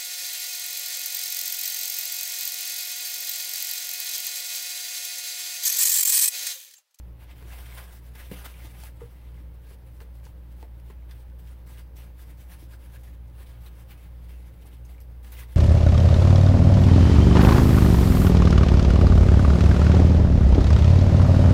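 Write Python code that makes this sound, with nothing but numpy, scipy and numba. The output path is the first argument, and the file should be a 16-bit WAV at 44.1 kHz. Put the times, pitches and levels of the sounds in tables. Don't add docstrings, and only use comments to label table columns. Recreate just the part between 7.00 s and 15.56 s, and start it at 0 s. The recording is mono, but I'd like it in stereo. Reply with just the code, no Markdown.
import sys
import numpy as np
from scipy import signal
from scipy.fft import rfft, irfft, next_fast_len
from scipy.io import wavfile
from scipy.ndimage import uniform_filter1d, map_coordinates
from numba import njit

SR = 44100
rng = np.random.default_rng(int(sys.argv[2]) if len(sys.argv) > 2 else 0)


def nominal_scale(level):
    x = np.asarray(level, float) / 20
    return 10 ** x


def bounce(signal):
    frames = np.transpose(np.atleast_2d(signal))
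    limited = np.clip(frames, -1, 1)
    pcm = np.round(limited * 32767).astype(np.int16)
    wavfile.write(sys.argv[1], SR, pcm)


N = 377496
WIDE = next_fast_len(N, True)
TIME = np.arange(N) / SR
HZ = np.maximum(np.fft.rfftfreq(WIDE, 1 / SR), 1)


def along(table):
    hz, value = np.transpose(table)
    return np.interp(np.log(HZ), np.log(hz), value)


def unit(x):
    return x / np.sqrt(np.mean(x ** 2))


def lean_to(db):
    return nominal_scale(np.array([[db], [-db]]) / 2)


# f/Hz, correlation [0 to 1]
PORT_LIKENESS = [(60, 1), (130, 0.99), (290, 0.77), (640, 0.57), (1400, 0.15), (3100, 0.012), (6800, .01)]
# f/Hz, left minus right level/dB
PORT_LEAN = [(60, -7.5), (110, -1), (200, -2), (380, -1), (700, -3), (1290, -2.5), (2380, -1.5),
             (4400, -0.5), (8120, -0.5), (15000, 1.0)]


def ports(near, other, db):
    alike = np.clip(along(PORT_LIKENESS), 0, .999)
    mid = rfft(near, WIDE) * np.sqrt(1 + alike)
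    side = rfft(other, WIDE) * np.sqrt(1 - alike)
    lean = along(PORT_LEAN) / 2
    left = (mid + side) * nominal_scale(db + lean)
    right = (mid - side) * nominal_scale(db - lean)
    return unit(irfft(np.array([left, right]), WIDE)[:, :N])


def walk(rate):
    k = int(SR / rate)
    steps = np.repeat(rng.standard_normal(N // k + 1), k)
    return 1.36 * uniform_filter1d(uniform_filter1d(steps, k), k)[:N]


@njit
def resonate(x, hz, width):
    y, band, low = np.empty(len(x)), 0., 0.
    for i in range(len(x)):
        g, k = np.tan(np.pi * hz[i] / SR), width / hz[i]
        v = (band + g * (x[i] - low)) / (1 + g * (g + k))
        band, low, y[i] = 2 * v - band, low + 2 * g * v, k * v
    return y


def slips(per_second, scatter_db):
    moment, luck, sign = rng.random((3, N))
    size = nominal_scale(-scatter_db * np.log(luck + .008))
    return unit((moment < per_second / SR) * size * np.sign(sign - .5))


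def creases(count):
    out = np.zeros((2, N))
    r = np.exp(-np.pi * 350 / SR)
    for hz in np.geomspace(1490, 3630, count):
        pops = slips(350, 1.9) * nominal_scale(3.3 * walk(45))
        ring = unit(signal.lfilter([1, 0, -1], [1, -2 * r * np.cos(2 * np.pi * hz / SR), r * r], pops))
        lag = rng.integers(-2, 4)
        out += np.array([ring, np.roll(ring, lag)]) * min(1, 2800 / hz) ** 2.8
    return unit(out)


def mottle(x, patchy_db):
    patch_hz, patch_ms = 700, 35
    hz, t, z = signal.stft(x, SR, nperseg=256)
    field = rng.standard_normal((120, 900))
    row, column = np.minimum(hz / patch_hz, 119), np.minimum(1000 * t / patch_ms, 899)
    place = np.meshgrid(row, column, indexing="ij")
    z = z * nominal_scale(patchy_db * map_coordinates(field, place, order=1))
    return unit(signal.istft(z, SR, nperseg=256)[1][:, :N])


# peak t/s, slide t/ms, hiss level/dB, body level/dB
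CATCHES = [(.778, 27, -47, -45.5), (.75, 20, -48, -56), (1.39, 8, -53, -61), (1.458, 8.9, -42.5, -44.5),
           (2.009, 36, -61.5, -74), (2.545, 14, -68, -68), (2.872, 19, -61.5, -62.5),
           (3.012, 21, -57, -57.5), (3.154, 33, -63.5, -69), (3.522, 13, -61.5, -64), (3.792, 13, -63, -64),
           (4.098, 69, -60, -59), (4.398, 15, -59, -61), (4.676, 98, -56, -58), (4.969, 71, -53.5, -55),
           (6.28, 12, -67, -76), (6.474, 60, -57, -55.5), (7.296, 45, -57, -56), (7.666, 20, -55, -58.5),
           (7.853, 20, -61, -80), (7.893, 42, -59.5, -61.5), (8.247, 120, -57, -57.5)]
# peak t/s, run-up t/ms, hiss level/dB, body level/dB
SWEEPS = [(.317, 27, -58.5, -52.5), (1.655, 69, -52, -50.5), (2.727, 58, -57.5, -57.5),
          (3.632, 60, -60, -60), (3.906, 42, -61, -60.5), (4.795, 31, -53.5, -54.5), (5.743, 38, -55, -56),
          (5.958, 28, -53.5, -55), (6.423, 49, -56.5, -55), (6.674, 47, -56, -57.5), (6.811, 24, -57, -58),
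          (7.053, 130, -62.5, -61), (7.247, 24, -62.5, -62), (7.474, 18, -58.5, -59.5),
          (7.621, 12, -60.5, -60.5)]
# peak t/s, slide t/ms, hiss level/dB, body level/dB
JOLTS = [(1.153, 14, -50, -50.5), (1.314, 31, -46, -48), (1.446, 8, -46, -47.5), (4.111, 11, -56, -59),
         (5.374, 15, -69, -68), (5.396, 20, -60, -67), (5.591, 18, -60, -67), (6.034, 52, -55.5, -56.5),
         (8.004, 22, -58, -64), (8.231, 8, -59, -60), (8.321, 42, -50.5, -53)]
# peak t/s, half length t/ms, hiss level/dB, body level/dB
RUBS = [(.226, 25, -58, -55), (.945, 28, -50, -55.5), (1.062, 27, -58, -60.5), (1.214, 34, -48.5, -48.5),
        (1.839, 39.5, -47.5, -51), (2.257, 43, -69, -62.5), (2.38, 26, -64.5, -60.5),
        (3.264, 25, -56.5, -59.5), (4.495, 41, -60, -61), (5.21, 31.7, -55, -59),
        (5.305, 28.6, -58.5, -59.5), (5.417, 34, -57.5, -61), (5.522, 26, -52, -56.5),
        (5.616, 31, -56, -58.5), (5.85, 35, -57, -58), (6.916, 18.6, -52.5, -51), (8.404, 25, -45.5, -49.5),
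        (8.518, 27, -56, -54.5), (.39, 31, -59, -55), (1.98, 20, -63, -72), (2.965, 28, -60.5, -68),
        (4.21, 19, -62.5, -68), (4.6, 35, -67, -67), (5.995, 33, -62, -70), (6.14, 12, -62, -63),
        (6.745, 30, -61, -61), (7.4, 27, -62.5, -65), (8.05, 30, -71, -75), (7.72, 34, -62.5, -61.5)]


def strokes():
    catch_ms, stop_ms, jolt_ms = 8.3, 17.3, 1.5
    rows = [(s, catch_ms, ms, *db) for s, ms, *db in CATCHES]
    rows += [(s, ms, stop_ms, *db) for s, ms, *db in SWEEPS]
    rows += [(s, jolt_ms, ms, *db) for s, ms, *db in JOLTS]
    rows += [(s, ms, ms, *db) for s, ms, *db in RUBS]
    return np.array(sorted(rows))


# t/s, level/dB
RUSTLE = [(0.0, -72.5), (.27, -76), (.53, -50), (.625, -53), (.75, -50), (.875, -54.5), (1.0, -73),
          (1.375, -49.5), (1.625, -58), (1.77, -57), (1.875, -75), (2.0, -62.5), (2.5, -71.5), (4.2, -73),
          (5.2, -82), (6.75, -71.5), (7.5, -67), (8.56, -75.5)]


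def pressure(column):
    coarse = TIME[::32]
    rustle_db = np.interp(coarse, *np.transpose(RUSTLE)) + 0.16 * (column == 2)
    power = nominal_scale(2 * rustle_db)
    for row in strokes():
        lag_ms = 1000 * (coarse - row[0])
        swell = np.exp(-(lag_ms / np.where(lag_ms < 0, row[1], row[2])) ** 2)
        power += nominal_scale(2 * row[2 + column]) * swell
    return np.interp(TIME, coarse, np.sqrt(power))


# f/Hz, level/dB per Hz
PAPER_HISS = [(2500, -12.5), (4000, -4.5), (5200, -4.5), (7000, -7.5), (9000, -2.5), (12000, -1.5),
              (15500, -0.5), (17000, -0.5)]
# f/Hz, level/dB per Hz
PAPER_BODY = [(150, -39), (350, 0), (700, 4), (1000, 2), (1300, -5), (1700, -2), (2600, -1.5), (3600, -2),
              (4600, -10), (7000, -44)]
# f/Hz, width f/Hz, level/dB
GLASS_MODES = [(990, 38, 1), (1257, 116, 12), (1600, 42, 11), (2083, 63, 4), (2550, 37, -35),
               (3180, 87, -10)]


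def towel():
    grip_db = 1.3 * walk(80)
    hiss = ports(slips(7000, 2.1), slips(7000, 2.4), along(PAPER_HISS))
    glass = sum(nominal_scale(db) / (1 + ((HZ - hz) / (width / 2)) ** 2) for hz, width, db in GLASS_MODES)
    body_db = along(PAPER_BODY) + 20 * np.log10(1 + 0.43 * glass)
    body = ports(slips(4000, 1.1), slips(4000, 2.0), body_db)
    peaks = strokes()[:, 0]
    dull = np.array([row for row in SNAPS + TAPS if row[2] < 2700], float)
    pitches = dull[np.abs(peaks[:, None] - dull[:, 0]).argmin(axis=1), 2]
    pocket_hz = pitches[np.searchsorted((peaks[1:] + peaks[:-1]) / 2, TIME)]
    pocket = np.array([resonate(side, pocket_hz, 350.) for side in body])
    body = unit(body + 0.57 * pocket + 0.63 * creases(count=11))
    hiss, body = mottle(hiss, patchy_db=2.8), mottle(body, patchy_db=2.1)
    hiss = hiss * pressure(1) * nominal_scale(1.0 + grip_db)
    return hiss + body * pressure(2) * nominal_scale(-2.26 + grip_db + 0.48 * walk(30))


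MAINS_HZ, SHAFT_HZ = 59.985, 58.352
# t/s, level/dB
HUM_SWELL = [(0.0, -40.5), (.2, -45), (.55, -40), (.9, -43.5), (1.85, -41.5), (2.07, -45.5), (2.3, -40.5),
             (2.75, -44), (3.4, -42), (4.1, -40.5), (5.0, -42.5), (5.3, -41), (5.6, -45), (6.2, -42),
             (6.95, -43.5), (7.3, -39), (7.58, -45), (8.0, -40.5)]


def hum():
    late = TIME - 0.01057
    mains = nominal_scale(np.interp(TIME, *np.transpose(HUM_SWELL))) * np.cos(2 * np.pi * MAINS_HZ * late)
    shaft = nominal_scale(-72) * np.cos(2 * np.pi * SHAFT_HZ * late)
    return np.sqrt(2) * nominal_scale(np.array([[-2.2], [1.8]])) * (mains + shaft)


# multiple, level/dB, left minus right level/dB
MAINS_LINES = [(2, -58, -1), (3, -72.5, 6.5), (4, -78.5, -16.5)]
# multiple, level/dB, left minus right level/dB
SHAFT_LINES = [(2, -58.5, 0), (3, -77.5, -11), (4, -85, -1), (5, -74.5, 8.5), (6, -76, 0), (10, -78, -9)]


def motor():
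    out = np.zeros((2, N // 8 + 2))
    slow = np.arange(out.shape[1]) * 8 / SR
    for hz, table, waver in ((MAINS_HZ, MAINS_LINES, .002), (SHAFT_HZ, SHAFT_LINES, .006)):
        turns = hz * (slow - .14283) + waver * np.interp(slow, TIME, walk(1.18))
        for multiple, db, pan_db in table:
            out += np.sqrt(2) * nominal_scale(db) * lean_to(pan_db) * np.cos(2 * np.pi * int(multiple) * turns)
    return signal.resample_poly(out, 8, 1, axis=1)[:, :N]


# f/Hz, level/dB per Hz
AIR = [(24, -9), (31, -14), (39, -16), (50, -1), (60, 4.5), (72, 1), (118, -3), (132, -16), (215, -20),
       (580, -20), (620, -22), (2000, -28.5), (3500, -34.5), (7500, -45.5), (16000, -32.5)]
# f/Hz, width f/Hz, level/dB
ROOM_MODES = [(163.2, 36.4, 14), (178, 45, 2.5), (234, 28, 5.5), (299.5, 49, 7.5), (364.2, 5.9, 10),
              (455, 14.6, 9), (531, 24, 10), (840, 60, 4.5), (946, 43, 4)]


def air():
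    modes_db = sum(db / (1 + ((HZ - hz) / (width / 2)) ** 2) for hz, width, db in ROOM_MODES)
    return nominal_scale(-50.5) * ports(rng.standard_normal(N), rng.standard_normal(N), along(AIR) + modes_db)


# t/s, peak level/dB, centre f/Hz
SNAPS = [(0.31, -47, 2500), (.36, -49, 2200), (.426, -38, 1200), (1.154, -47, 6000), (1.314, -34, 2230),
         (1.319, -36, 2400), (1.446, -45, 5060), (1.653, -36, 3000), (1.705, -53, 8000), (1.803, -46, 9020),
         (3.005, -38, 1600), (3.018, -42, 4000), (3.155, -56, 7000), (3.253, -38.5, 5000),
         (3.267, -39.5, 1300), (4.473, -44, 2900), (4.968, -40.5, 6000), (5.374, -56, 6000),
         (6.279, -53, 8000), (6.911, -53, 1310), (7.668, -46, 7000), (8.004, -47, 7000),
         (8.321, -34, 12500)]
# t/s, peak level/dB, centre f/Hz
TAPS = [(.505, -41, 1700), (.534, -44, 750), (.624, -43, 1460), (1.2, -39.5, 1800), (1.54, -41, 2340),
        (4.111, -41.5, 4800), (4.79, -48, 2100), (5.193, -46, 1640), (5.519, -42, 1730),
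        (5.735, -41.5, 1570), (5.96, -44, 1660), (6.075, -45, 1800), (7.852, -50, 6500), (7.981, -48, 2200),
        (8.337, -52, 1700), (8.352, -43, 2900), (8.368, -42.5, 2550), (8.381, -43, 3160),
        (8.392, -38, 2550), (8.41, -43, 1950), (8.388, -41, 2000), (8.421, -40, 1570), (8.395, -48, 1050),
        (8.425, -46, 1000), (8.42, -45, 3300), (8.434, -44, 2000), (2.006, -48, 2050), (2.011, -49, 2100),
        (4.112, -43.5, 3500), (3.902, -49, 1900), (1.321, -40, 3000), (1.36, -46, 3200), (.702, -43, 2200),
        (1.604, -45, 2250), (1.62, -46, 2000), (1.748, -46, 2280), (4.024, -55, 2200), (4.754, -50, 1700),
        (4.797, -52, 5900), (6.963, -53, 2200), (6.995, -53, 2200), (7.73, -51, 2950), (7.947, -54, 2100),
        (7.89, -52, 2150), (.312, -46, 2200), (1.5, -47, 2700), (1.81, -46, 2100), (1.857, -46, 2400),
        (8.325, -49, 3400), (8.33, -48, 2000), (8.437, -48, 3200), (.725, -41, 2100), (.66, -43, 3200),
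        (1.453, -36, 1420), (4.113, -47, 1600), (4.775, -46, 2950), (.78, -42, 1560), (5.235, -48.5, 2200),
        (6.663, -42, 3800), (3.268, -45, 855), (3.013, -44.5, 1660)]
# t/s, peak level/dB, centre f/Hz
FINGER_RING = [
    (8.004, -51, 11800),
    (8.014, -52, 11830),
    (8.03, -57, 11800),
    (8.392, -48, 12000),
    (8.321, -44, 15000),
    (8.335, -48, 15050),
    (8.348, -46, 14950),
    (8.321, -46, 12000),
]
# t/s, peak level/dB, centre f/Hz
CRACKS = [(0.74, -39, 1600), (1.2, -39, 1200), (1.323, -39, 2000), (1.5, -42, 1200), (3.005, -43, 900),
          (3.023, -42, 550), (1.8365, -32, 3000), (1.8375, -30, 10000), (1.315, -38, 1400),
          (3.004, -42, 3000), (4.11, -44, 6000), (3.628, -43, 2000), (3.628, -50, 10000),
          (3.262, -44, 1400), (1.86, -44, 10000), (1.871, -36, 10000), (2.007, -47, 1450),
          (3.628, -37, 830), (3.901, -44, 1000), (3.908, -43, 810), (.589, -36, 1800), (1.155, -40, 11000),
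          (1.144, -48, 11000), (2.976, -50, 11500), (1.805, -42, 11000), (1.826, -43, 11000),
          (1.304, -45, 9000), (1.578, -46, 10000), (5.905, -55, 6000), (6.035, -48, 11000),
          (4.097, -49, 1600), (8.247, -39, 2300), (8.251, -42, 1500), (8.0035, -42, 11000),
          (8.014, -48, 13000), (8.324, -46, 5000), (1.897, -46, 12000), (3.8, -43, 2500),
          (8.298, -48, 2000), (8.231, -50.5, 2800), (0.68, -42, 1000), (6.3, -49, 1800), (3.2, -48, 2200),
          (5.9, -49, 1500), (4.3, -46, 1600), (6.461, -50, 1700), (6.893, -52, 1500), (5, -49, 1400),
          (0.17, -53, 1700)]


def ticks():
    out, t = np.zeros((2, N)), TIME[:3000]
    kinds = (SNAPS, 0.53, 0.33), (TAPS, 0.099, 0.68), (FINGER_RING, 0.006, .23), (CRACKS, 0.84, 0.14)
    for table, share, tail in kinds:
        fade = np.exp(-t / 0.00045) + tail * np.exp(-t / 0.011)
        for s, db, hz in table:
            pan_db = rng.standard_normal()
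            grit = rng.standard_normal((3, len(t)))
            grit[:, 0] = 2.5
            crack = (0.74 * grit[0] + 0.76 * grit[1:]) * fade
            centre = np.full(len(t), float(hz))
            crack = np.array([resonate(side, centre, float(share * hz)) for side in crack])
            i = int(s * SR)
            out[:, i:i + len(t)] += crack / np.abs(crack).max() * nominal_scale(db - 2.5) * lean_to(pan_db)
    return out


# t/s, peak level/dB, main mode f/Hz, t60 t/s
KNOCKS = [(0.423, -49, 427, 0.048), (.455, -42.5, 380, 0.027), (0.766, -42, 990, 0.07),
          (.775, -43, 1080, 0.057), (1.3135, -33.5, 190.7, 0.11), (1.3135, -35.5, 505, 0.07),
          (1.3135, -46, 950, .04), (1.315, -38, 390, 0.045), (1.33, -50, 860, .06), (1.645, -46, 330, .07),
          (1.514, -51, 550, .05), (1.462, -50, 300, .09), (1.154, -50, 900, .04), (.216, -51, 900, .05),
          (.295, -50, 900, .03), (4.566, -56, 1000, .04), (6.41, -50, 400, .05), (5.735, -51, 400, .04),
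          (1.321, -44, 293, 0.15), (1.646, -52, 916, 0.11), (1.834, -39, 900, 0.034),
          (2.016, -36.5, 479, 0.13), (2.008, -42, 1250, 0.047), (2.008, -49, 950, .04),
          (2.03, -52, 830, .05), (2.033, -55, 1200, .15), (2.046, -47, 120, .25), (2.403, -51, 300, 0.095),
          (2.71, -44, 412, 0.03), (3.012, -47.5, 463, 0.12), (3.265, -51.5, 920, 0.041),
          (3.627, -45.5, 458, 0.08), (3.627, -41, 900, .04), (1.321, -40, 540, .06), (3.627, -47, 330, .05),
          (3.9, -50, 200, .08), (1.15, -52, 500, .05), (3.64, -51, 706, .07), (3.901, -44, 1090, 0.033),
          (3.007, -50, 890, 0.037), (3.262, -50, 500, .04), (2.03, -48, 150, .12), (3.9, -41.5, 414, 0.033),
          (4.95, -51, 293, 0.037), (5.625, -47, 338, 0.09), (6.907, -57, 506, 0.076),
          (7.653, -39.5, 405, 0.011), (7.732, -48, 350, 0.026)]


def knocks():
    out, t = np.zeros(N), TIME[:9000]
    bent = t - 0.054 * 0.018 * (1 - np.exp(-t / 0.024))
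    thud_hz = 0 * t + 1000.0
    for s, db, hz, t60 in KNOCKS:
        fade = np.exp(-np.log(1000) * t / t60)
        ring = np.sin(2 * np.pi * hz * bent) + 0.29 * np.sin(2 * np.pi * .88 * hz * t)
        ring += 0.13 * fade * np.sin(2 * np.pi * 2.9 * hz * t)
        thud = resonate(rng.standard_normal(len(t)), thud_hz, 860.0)
        thud = unit(resonate(thud, thud_hz, 860.0)) * np.exp(-t / 0.0065)
        i = int(s * SR)
        out[i:i + len(t)] -= nominal_scale(db + 2.5) * (ring * fade * (1 - np.exp(-t / 0.0015)) + 0.19 * thud)
    return np.array([np.roll(out, 14) * nominal_scale(-2.2), out * nominal_scale(1.6)])


def room(x, t60=0.2, wet_db=-16.0):
    t = TIME[:16000]
    tail = rng.standard_normal((2, len(t))) * np.exp(-np.log(1000) * t / t60) * (t > .003)
    tail = signal.lfilter([1], [1, -.55], tail)
    tail = tail / np.sqrt(np.sum(tail ** 2) / 2)
    return x + nominal_scale(wet_db) * signal.fftconvolve(x, tail, axes=1)[:, :N]


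def scene():
    rubbing = room(towel(), t60=0.05, wet_db=-9.0) * nominal_scale(-0.6)
    return rubbing + hum() + motor() + air() + room(ticks() + knocks())


def band_limit(x):
    return signal.sosfilt(signal.butter(12, 16730, fs=SR, output="sos"), x)


def record(dry):
    cut = irfft(rfft(dry, WIDE) * (HZ < 15810), WIDE)[:, :N]
    return band_limit(cut - .0007)


dry = scene()
out = record(dry)
bounce(out)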